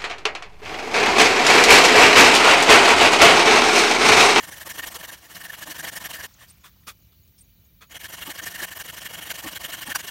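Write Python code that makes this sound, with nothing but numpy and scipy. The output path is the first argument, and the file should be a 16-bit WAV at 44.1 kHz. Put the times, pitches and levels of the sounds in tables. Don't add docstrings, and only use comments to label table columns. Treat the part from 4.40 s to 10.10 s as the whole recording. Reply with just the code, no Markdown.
import sys
import numpy as np
from scipy import signal
from scipy.fft import rfft, irfft, next_fast_len
from scipy.io import wavfile
from scipy.ndimage import uniform_filter1d

SR = 44100
rng = np.random.default_rng(int(sys.argv[2]) if len(sys.argv) > 2 else 0)


def put_to_file(sound):
    columns = np.atleast_2d(sound).T
    safe = np.clip(columns, -1, 1)
    whole_steps = np.round(safe * 32767)
    wavfile.write(sys.argv[1], SR, whole_steps.astype(np.int16))


def gain_from_db(level_db):
    decades = np.asarray(level_db, float) / 20
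    return 10 ** decades


N = 251370
TIME = np.arange(N) / SR

CUT_END_S = [0.765, 1.872, 5.705]
# time_s, peak_db, pitch_hz, length_s
JOLTS = [
    (0.26, -34.5, 340, .02),
    (0.554, -34, 496, 0.016),
    (1.283, -36, 310, 0.019),
    (1.451, -43, 322, 0.022),
    (1.836, -38.5, 508, 0.016),
    (3.874, -29.5, 319, 0.025),
    (4.209, -28.5, 327, 0.017),
    (5.045, -24.5, 302, 0.022),
    (5.481, -28.5, 310, 0.014),
    (5.64, -37, 403, 0.013),
]
# mode_hz, width_hz, level_db
SING_MODES = [(1691, 149, 4.5), (1814, 66, 6.5)]


def unit(x):
    return x / np.sqrt(np.mean(x ** 2) + 1e-20)


def filtered(x, response):
    m = next_fast_len(N + 8192)
    return irfft(rfft(x, m) * response(np.fft.rfftfreq(m, 1 / SR)), m)[:N]


def coloured(x, points):
    hz, db = np.transpose(points)
    return unit(filtered(x, lambda f: gain_from_db(np.interp(np.log(f + 1), np.log(hz), db))))


def ringing(x, modes, flip=-1):
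    def response(f):
        total = 0
        for k, (centre_hz, width_hz, db) in enumerate(modes):
            damping = 1j * f * width_hz
            total = total + flip ** k * gain_from_db(db) * damping / (centre_hz ** 2 - f * f + damping)
        return total
    return unit(filtered(x, response))


def patchy(depth_db, bins, frames):
    z = signal.stft(rng.standard_normal(N + 512), nperseg=256)[2]
    field = uniform_filter1d(rng.standard_normal(z.shape), bins, 0)
    field = uniform_filter1d(field, frames, 1)
    return unit(signal.istft(z * gain_from_db(depth_db * unit(field)), nperseg=256)[1][:N])


def grit(rate, spread_db, share):
    chance, size, sign = rng.random(N), rng.exponential(size=N), rng.standard_normal(N)
    grains = unit((chance < rate / SR) * np.sign(sign) * gain_from_db(spread_db * np.minimum(size, 3.5)))
    share = np.clip(share, 0, 1)
    return np.sqrt(share) * grains + np.sqrt(1 - share) * patchy(depth_db=3.5, bins=5, frames=5)


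def swell(start_s, length_s, rise):
    u = np.clip((TIME - start_s) / length_s, 0, 1)
    return np.sin(np.pi * u ** (np.log(.5) / np.log(np.clip(rise, .05, .95))))


def forest():
    # freq_hz, level_db (per Hz)
    hiss_points = [(180, -22), (300, -2), (370, -14), (519, -11), (1270, -18), (2910, -13), (4600, -8),
                   (5050, -22.5), (5700, -13), (6780, -13.5), (7620, -28), (10600, -14.5), (15800, 2.5)]
    # freq_hz, level_db (per Hz)
    rumble_points = [(15, -53), (25, -25), (54, -0.5), (97, -2), (134, -9.5), (179, -7), (215, -15),
                     (450, -29), (580, -31), (990, -120)]
    # mode_hz, width_hz, level_db
    cicada_modes = [(2356, 50, 1.5), (2980, 45, 2), (3800, 110, -4), (5570, 99, -13)]
    hiss = gain_from_db(-55.5) * coloured(patchy(depth_db=2.5, bins=4, frames=20), hiss_points)
    chorus = gain_from_db(-76.5) * ringing(patchy(depth_db=2.0, bins=3, frames=15), cicada_modes)
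    rumble = gain_from_db(-58.5) * coloured(rng.standard_normal(N), rumble_points)
    return hiss + chorus + rumble


def leaves():
    # freq_hz, level_db (per Hz)
    litter_points = [(300, -16), (700, -6.5), (3000, -5.5), (6000, -6.5), (10000, -18.5), (15000, -17)]
    stirred_db, settled_db, settle_s = -58.5, -79.5, 1
    stirred = np.exp(-np.maximum(TIME - CUT_END_S[1], 0) / settle_s)
    level = gain_from_db(settled_db + (stirred_db - settled_db) * stirred)
    return level * coloured(grit(rate=820, spread_db=6, share=0.093), litter_points)


def chirps():
    # start_s, length_s, pitch_hz, width_hz, level_db
    chirp_events = [
        (1.938, 0.013, 6500, 500, -55),
        (2.098, 0.02, 8840, 400, -48),
        (2.16, 0.029, 9700, 300, -68),
        (2.978, 0.027, 5330, 494, -60),
        (2.976, 0.048, 8900, 150, -59),
        (3.007, 0.024, 8700, 600, -53.5),
    ]
    cricket_start_s = [2.205, 2.407, 2.618, 2.826, 3.034, 3.243, 3.468]
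    # length_s, pitch_hz, level_db
    cricket_note = (0.025, 6700, -66)
    noise = rng.standard_normal(N)

    def band(hz, width_hz):
        mode = [(hz, width_hz, 0)]
        return ringing(ringing(noise, mode), mode)

    call_s, note_hz, note_db = cricket_note
    note = np.sin(2 * np.pi * note_hz * TIME) + .4 * band(note_hz, 150)
    out = gain_from_db(note_db) * note * sum(swell(s, call_s, rise=.45) for s in cricket_start_s)
    for start_s, length_s, hz, width_hz, db in chirp_events:
        out = out + gain_from_db(db) * swell(start_s, length_s, rise=0.34) * band(hz, 2.1 * width_hz)
    return out


def scuffs():
    # start_s, length_s, hollow_db, hiss_db
    rubs = [
        (2.067, 0.11, -79, -53),
        (2.233, 0.093, -46, -49),
        (2.42, 0.061, -68, -77),
        (2.465, 0.086, -39.5, -37),
        (2.724, 0.021, -64, -66),
        (2.874, 0.024, -81, -61),
        (2.975, 0.083, -87, -62),
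        (3.252, .04, -80, -69),
        (3.405, 0.081, -47, -55),
    ]
    # mode_hz, width_hz, level_db
    hollow_modes = [(520, 330, -12.5), (1010, 53, 0.5), (1196, 82, 4), (1320, 130, 4), (1780, 1100, -6.5),
                    (2550, 120, -2), (3400, 190, -2)]
    # freq_hz, level_db (per Hz)
    bark_points = [(300, -2), (700, -6), (2000, -4.5), (5000, 0), (10000, -5), (15000, -4.5)]
    hollow = ringing(grit(rate=1200, spread_db=-4.0, share=0.69), hollow_modes)
    hiss = coloured(grit(rate=3200, spread_db=-2.5, share=0.15), bark_points)
    out = np.zeros(N)
    for start_s, length_s, hollow_db, hiss_db in rubs:
        rub = gain_from_db(hollow_db) * hollow + gain_from_db(hiss_db) * hiss
        out += swell(start_s, length_s, rise=0.24) ** 3.5 * rub
    return out


def cracks():
    # start_s, length_s, level_db
    bursts = [
        (4.906, 0.024, -33),
        (5.544, 0.03, -19.5),
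    ]
    # mode_hz, width_hz, level_db
    splinter_modes = [(778, 110, 6), (1064, 110, 7.5), (1556, 150, 10.5), (2950, 1300, -5), (4670, 380, -1),
                      (5820, 150, 3.5), (7000, 410, -3.5), (10900, 4800, -9.5)]
    burst = ringing(grit(rate=1200, spread_db=5.5, share=0.36), splinter_modes)
    return burst * sum(gain_from_db(db) * swell(s, length_s, rise=0.48) ** 2.0 for s, length_s, db in bursts)


def jolts():
    out, t = np.zeros(N + SR), np.arange(SR // 20) / SR
    decay_db = -60 * t / 0.041
    for (s, db, hz, length_s), luck in zip(JOLTS, rng.random((len(JOLTS), 8))):
        swing = np.sin(2 * np.pi * hz * t) * np.minimum(t * hz * 1.23, 1)
        for ratio, gain in ((2.66, .4), (1.83, .32), (3.7, .39)):
            swing += gain * np.sin(2 * np.pi * ratio * hz * t)
        pushes = luck.reshape(4, 2) * [1, .7] + [[k, .3] for k in range(4)]
        for when, size in pushes:
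            start = round((s + (when - .5) * length_s / 4) * SR)
            out[start:][:len(t)] += gain_from_db(db + decay_db) * size * swing
    return out[:N]


def flares():
    # peak_s, level_db
    catches = [(.312, -40), (.442, -37), (.615, -40), (.7, -36.5), (1.1, -36), (1.232, -37.5),
               (1.575, -32.5), (1.75, -45), (3.922, -41), (4.0, -32), (4.079, -42), (4.41, -41),
               (4.745, -46), (5.17, -36), (5.43, -39), (5.52, -30), (5.69, -35)]
    length_s = 0.023
    ring = ringing(grit(rate=900, spread_db=0.5, share=.3), SING_MODES)
    return ring * sum(gain_from_db(db) * swell(s - length_s / 2, length_s, rise=0.56) ** 1.7 for s, db in catches)


def strokes():
    # start_s, turning_db, push_db, pull_db
    first_cut = [(-.024, -55, -43, -40), (0.063, -55, -41.5, -42), (0.153, -51.5, -42.5, -40),
                 (0.244, -70, -39, -36), (.33, -56, -41.5, -35), (0.414, -56, -38, -35.5),
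                 (0.496, -56.5, -42.5, -36.5), (.58, -60, -42, -39.5), (0.667, -64, -41, -41.5)]
    # start_s, turning_db, push_db, pull_db
    second_cut = [(0.988, -55, -43, -41), (1.074, -57, -44.5, -41.5), (1.163, -56.5, -43, -39.5),
                  (1.251, -59, -40.5, -35.5), (1.335, -54, -41, -36), (1.42, -55.5, -35.5, -34.5),
                  (1.507, -89, -39.5, -36), (1.592, -64, -39.5, -35.5), (1.682, -64, -38.5, -37.5),
                  (1.78, -51, -42, -37.5)]
    # start_s, turning_db, push_db, pull_db
    third_cut = [(3.496, -60, -48, -42), (3.587, -72, -44, -38.5), (3.676, -60, -43.5, -38),
                 (3.762, -53, -42.5, -37.5), (3.846, -53.5, -39.5, -36), (3.93, -56, -42.5, -37.5),
                 (4.01, -61, -38, -34.5), (4.093, -49, -41.5, -37.5), (4.173, -50.5, -37.5, -31.5),
                 (4.26, -54.5, -42, -39.5), (4.344, -57, -39.5, -36.5), (4.431, -65.5, -41, -38.5),
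                 (4.516, -58.5, -41, -38.5), (4.599, -55, -41.5, -37), (4.682, -56, -42, -37.5),
                 (4.763, -51.5, -40.5, -39.5), (4.846, -50.5, -40.5, -33), (4.93, -58, -39, -36.5),
                 (5.015, -54.5, -38.5, -36.5), (5.103, -51.5, -40, -36), (5.187, -75, -40.5, -35),
                 (5.274, -52.5, -39, -35), (5.362, -49, -41, -37), (5.448, -58, -39.5, -34),
                 (5.537, -63, -38.5, -37.5), (5.621, -56, -40, -36.5)]
    # start_s, length_s, level_db
    nudges = [
        (0.757, 0.049, -53.5),
        (.802, 0.089, -52),
        (0.886, 0.058, -45.5),
        (0.938, 0.054, -40.5),
        (1.984, 0.084, -52.5),
    ]
    push_s, push_rise_s, pull_rise_s = 0.041, 0.028, 0.021
    reversal_db = -13.5
    bind_s, bind_db = 0.016, 3
    jolt_s = np.transpose(JOLTS)[0]
    runs = []
    for cut, end_s in zip((first_cut, second_cut, third_cut), CUT_END_S):
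        rows = []
        for s, rest_db, push_db, pull_db in cut:
            turn_s = s + push_s
            bound_db = bind_db * np.exp(-(np.abs(jolt_s - turn_s).min() / bind_s) ** 2)
            rows.append((s, rest_db, push_rise_s, push_db, 0))
            rows.append((turn_s, pull_db + reversal_db + bound_db, pull_rise_s, pull_db, 1))
        runs.append((rows, end_s))
    for s, length_s, db in nudges:
        runs.append(([(s, db - 13.5, 0.47 * length_s, db, 0)], s + length_s))
    return runs


def stroke_force(rows, end_s, lag_s, extra_db, build, stop, rest_db):
    turn_s, low_db, rise_s, top_db = np.transpose(rows)[:4]
    low = np.append(gain_from_db(low_db + np.mean(extra_db) + rest_db), 0)
    marks_s = np.append(np.ravel([turn_s, turn_s + rise_s + lag_s], "F"), end_s)
    phase = np.interp(TIME, marks_s, np.arange(len(marks_s)) / 2)
    k = np.minimum(phase.astype(int), len(turn_s) - 1)
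    u = phase - k
    base = np.where(u < .5, low[k], low[k + 1])
    shape = np.abs(np.sin(np.pi * u)) ** np.where(u < .5, build, stop)
    return (base + (gain_from_db(top_db + extra_db)[k] - base) * shape) * (TIME > turn_s[0])


def saw():
    # freq_hz, level_db (per Hz)
    rasp_points = [(2120, -7.5), (3600, -2), (3930, -1.5), (5000, -5), (5910, -1), (6480, -4.5), (7020, -1),
                   (7660, -6), (8460, -2.5), (10600, -6.5), (11800, -2), (15100, -6.5), (15800, -3.5)]
    # mode_hz, width_hz, level_db
    blade_modes = [(1476, 133, -5), (2155, 183, -3.5), (2928, 310, -1.5), (3320, 183, -2.5),
                   (4010, 390, -14)]
    # mode_hz, width_hz, level_db
    log_modes = [(176, 12.5, 1.5), (310, 20.3, 2), (512, 92, -2), (668, 88, 2), (1065, 273, -0.5)]
    # mode_hz, width_hz, level_db
    shake_modes = [(90, 61, 0)]
    # time_s, song_db (how freely it sings), bite_db (how deep it bites)
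    slot = [(0, -3, -5), (.3, -2, -5.5), (.55, -9, -3.5), (.75, -1, -2), (1.1, -2.5, -2.5),
            (1.45, -3, -2.5), (1.85, -2, -0.6), (3.5, -3, 0.5), (3.8, -5, 0), (4.1, -1, -3.3),
            (4.5, -3.7, 1), (4.75, -2.8, 2.2), (5.05, -5.5, -.3), (5.3, -5, 1.5), (5.7, -4.9, 1.5)]
    usual_db, weakest_db = -38.5, -36.5
    rest_sing_db = 0.5

    rasp = coloured(grit(rate=4000, spread_db=0.5, share=0.19), rasp_points)
    blade = ringing(grit(rate=2000, spread_db=4.5, share=0.54), blade_modes)
    songs = [gain_from_db(mode[-1]) * ringing(grit(rate=780, spread_db=1, share=0.12), [mode]) for mode in SING_MODES]
    log = ringing(grit(rate=880, spread_db=0.5, share=0.41), log_modes)
    shake = ringing(rng.standard_normal(N), shake_modes)
    # trim_db, pull_db (extra on a pull), scatter_db, build, stop
    layers = [(rasp, .001, 1, [0, 0], 2.5, 0, 0, 1.6, 1.2),
              (blade, .002, .7, [0, 1], -2.2, .3, 1.5, 1.6, 1.2),
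              *[(song, .004, .8, [1, 0], -7.5, 1.5, 2.5, 2.5, 1.5) for song in songs],
              (log, .0005, .6, [-.2, -.2], -4.5, -3, 1.5, 1.3, 1.3),
              (shake, .0005, .9, [.1, .1], -16.5, -.4, 1.5, .6, .6)]
    slot_s, *slot_db = np.transpose(slot)
    out = np.zeros(N)
    for rows, end_s in strokes():
        turn_s, full_db, pull = np.transpose(rows)[[0, 3, 4]]
        free_db = [np.interp(turn_s, slot_s, db) for db in slot_db]
        strength_db = np.maximum(full_db, weakest_db) - usual_db
        luck = rng.standard_normal((len(rows), len(layers)))
        for layer, chance in zip(layers, luck.T):
            sound, lag_s, follows, frees, trim_db, pull_db, scatter_db, build, stop = layer
            extra_db = trim_db + pull_db * pull + (follows - 1) * strength_db
            extra_db = extra_db + np.dot(frees, free_db) + scatter_db * chance
            rest_db = rest_sing_db * frees[0]
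            out += sound * stroke_force(rows, end_s, lag_s, extra_db, build, stop, rest_db)
    return out


def trees(x):
    t = np.arange(SR // 8) / SR
    tail = rng.standard_normal(len(t)) * gain_from_db(-60 * t / 0.016)
    return signal.fftconvolve(x, tail / np.linalg.norm(tail))[:N]


def scene():
    far = forest() + leaves() + chirps()
    near = scuffs() + cracks() + jolts() + flares() + saw()
    return (near + gain_from_db(-16) * trees(near) + far)[None]


def low_pass(x):
    return signal.sosfilt(signal.butter(12, 17000, fs=SR, output="sos"), x)


def record(dry):
    mix = filtered(dry[0], lambda hz: (hz < 15830) * hz / np.hypot(hz, 25))[None]
    return low_pass(mix)


dry = scene()
out = record(dry)
put_to_file(out)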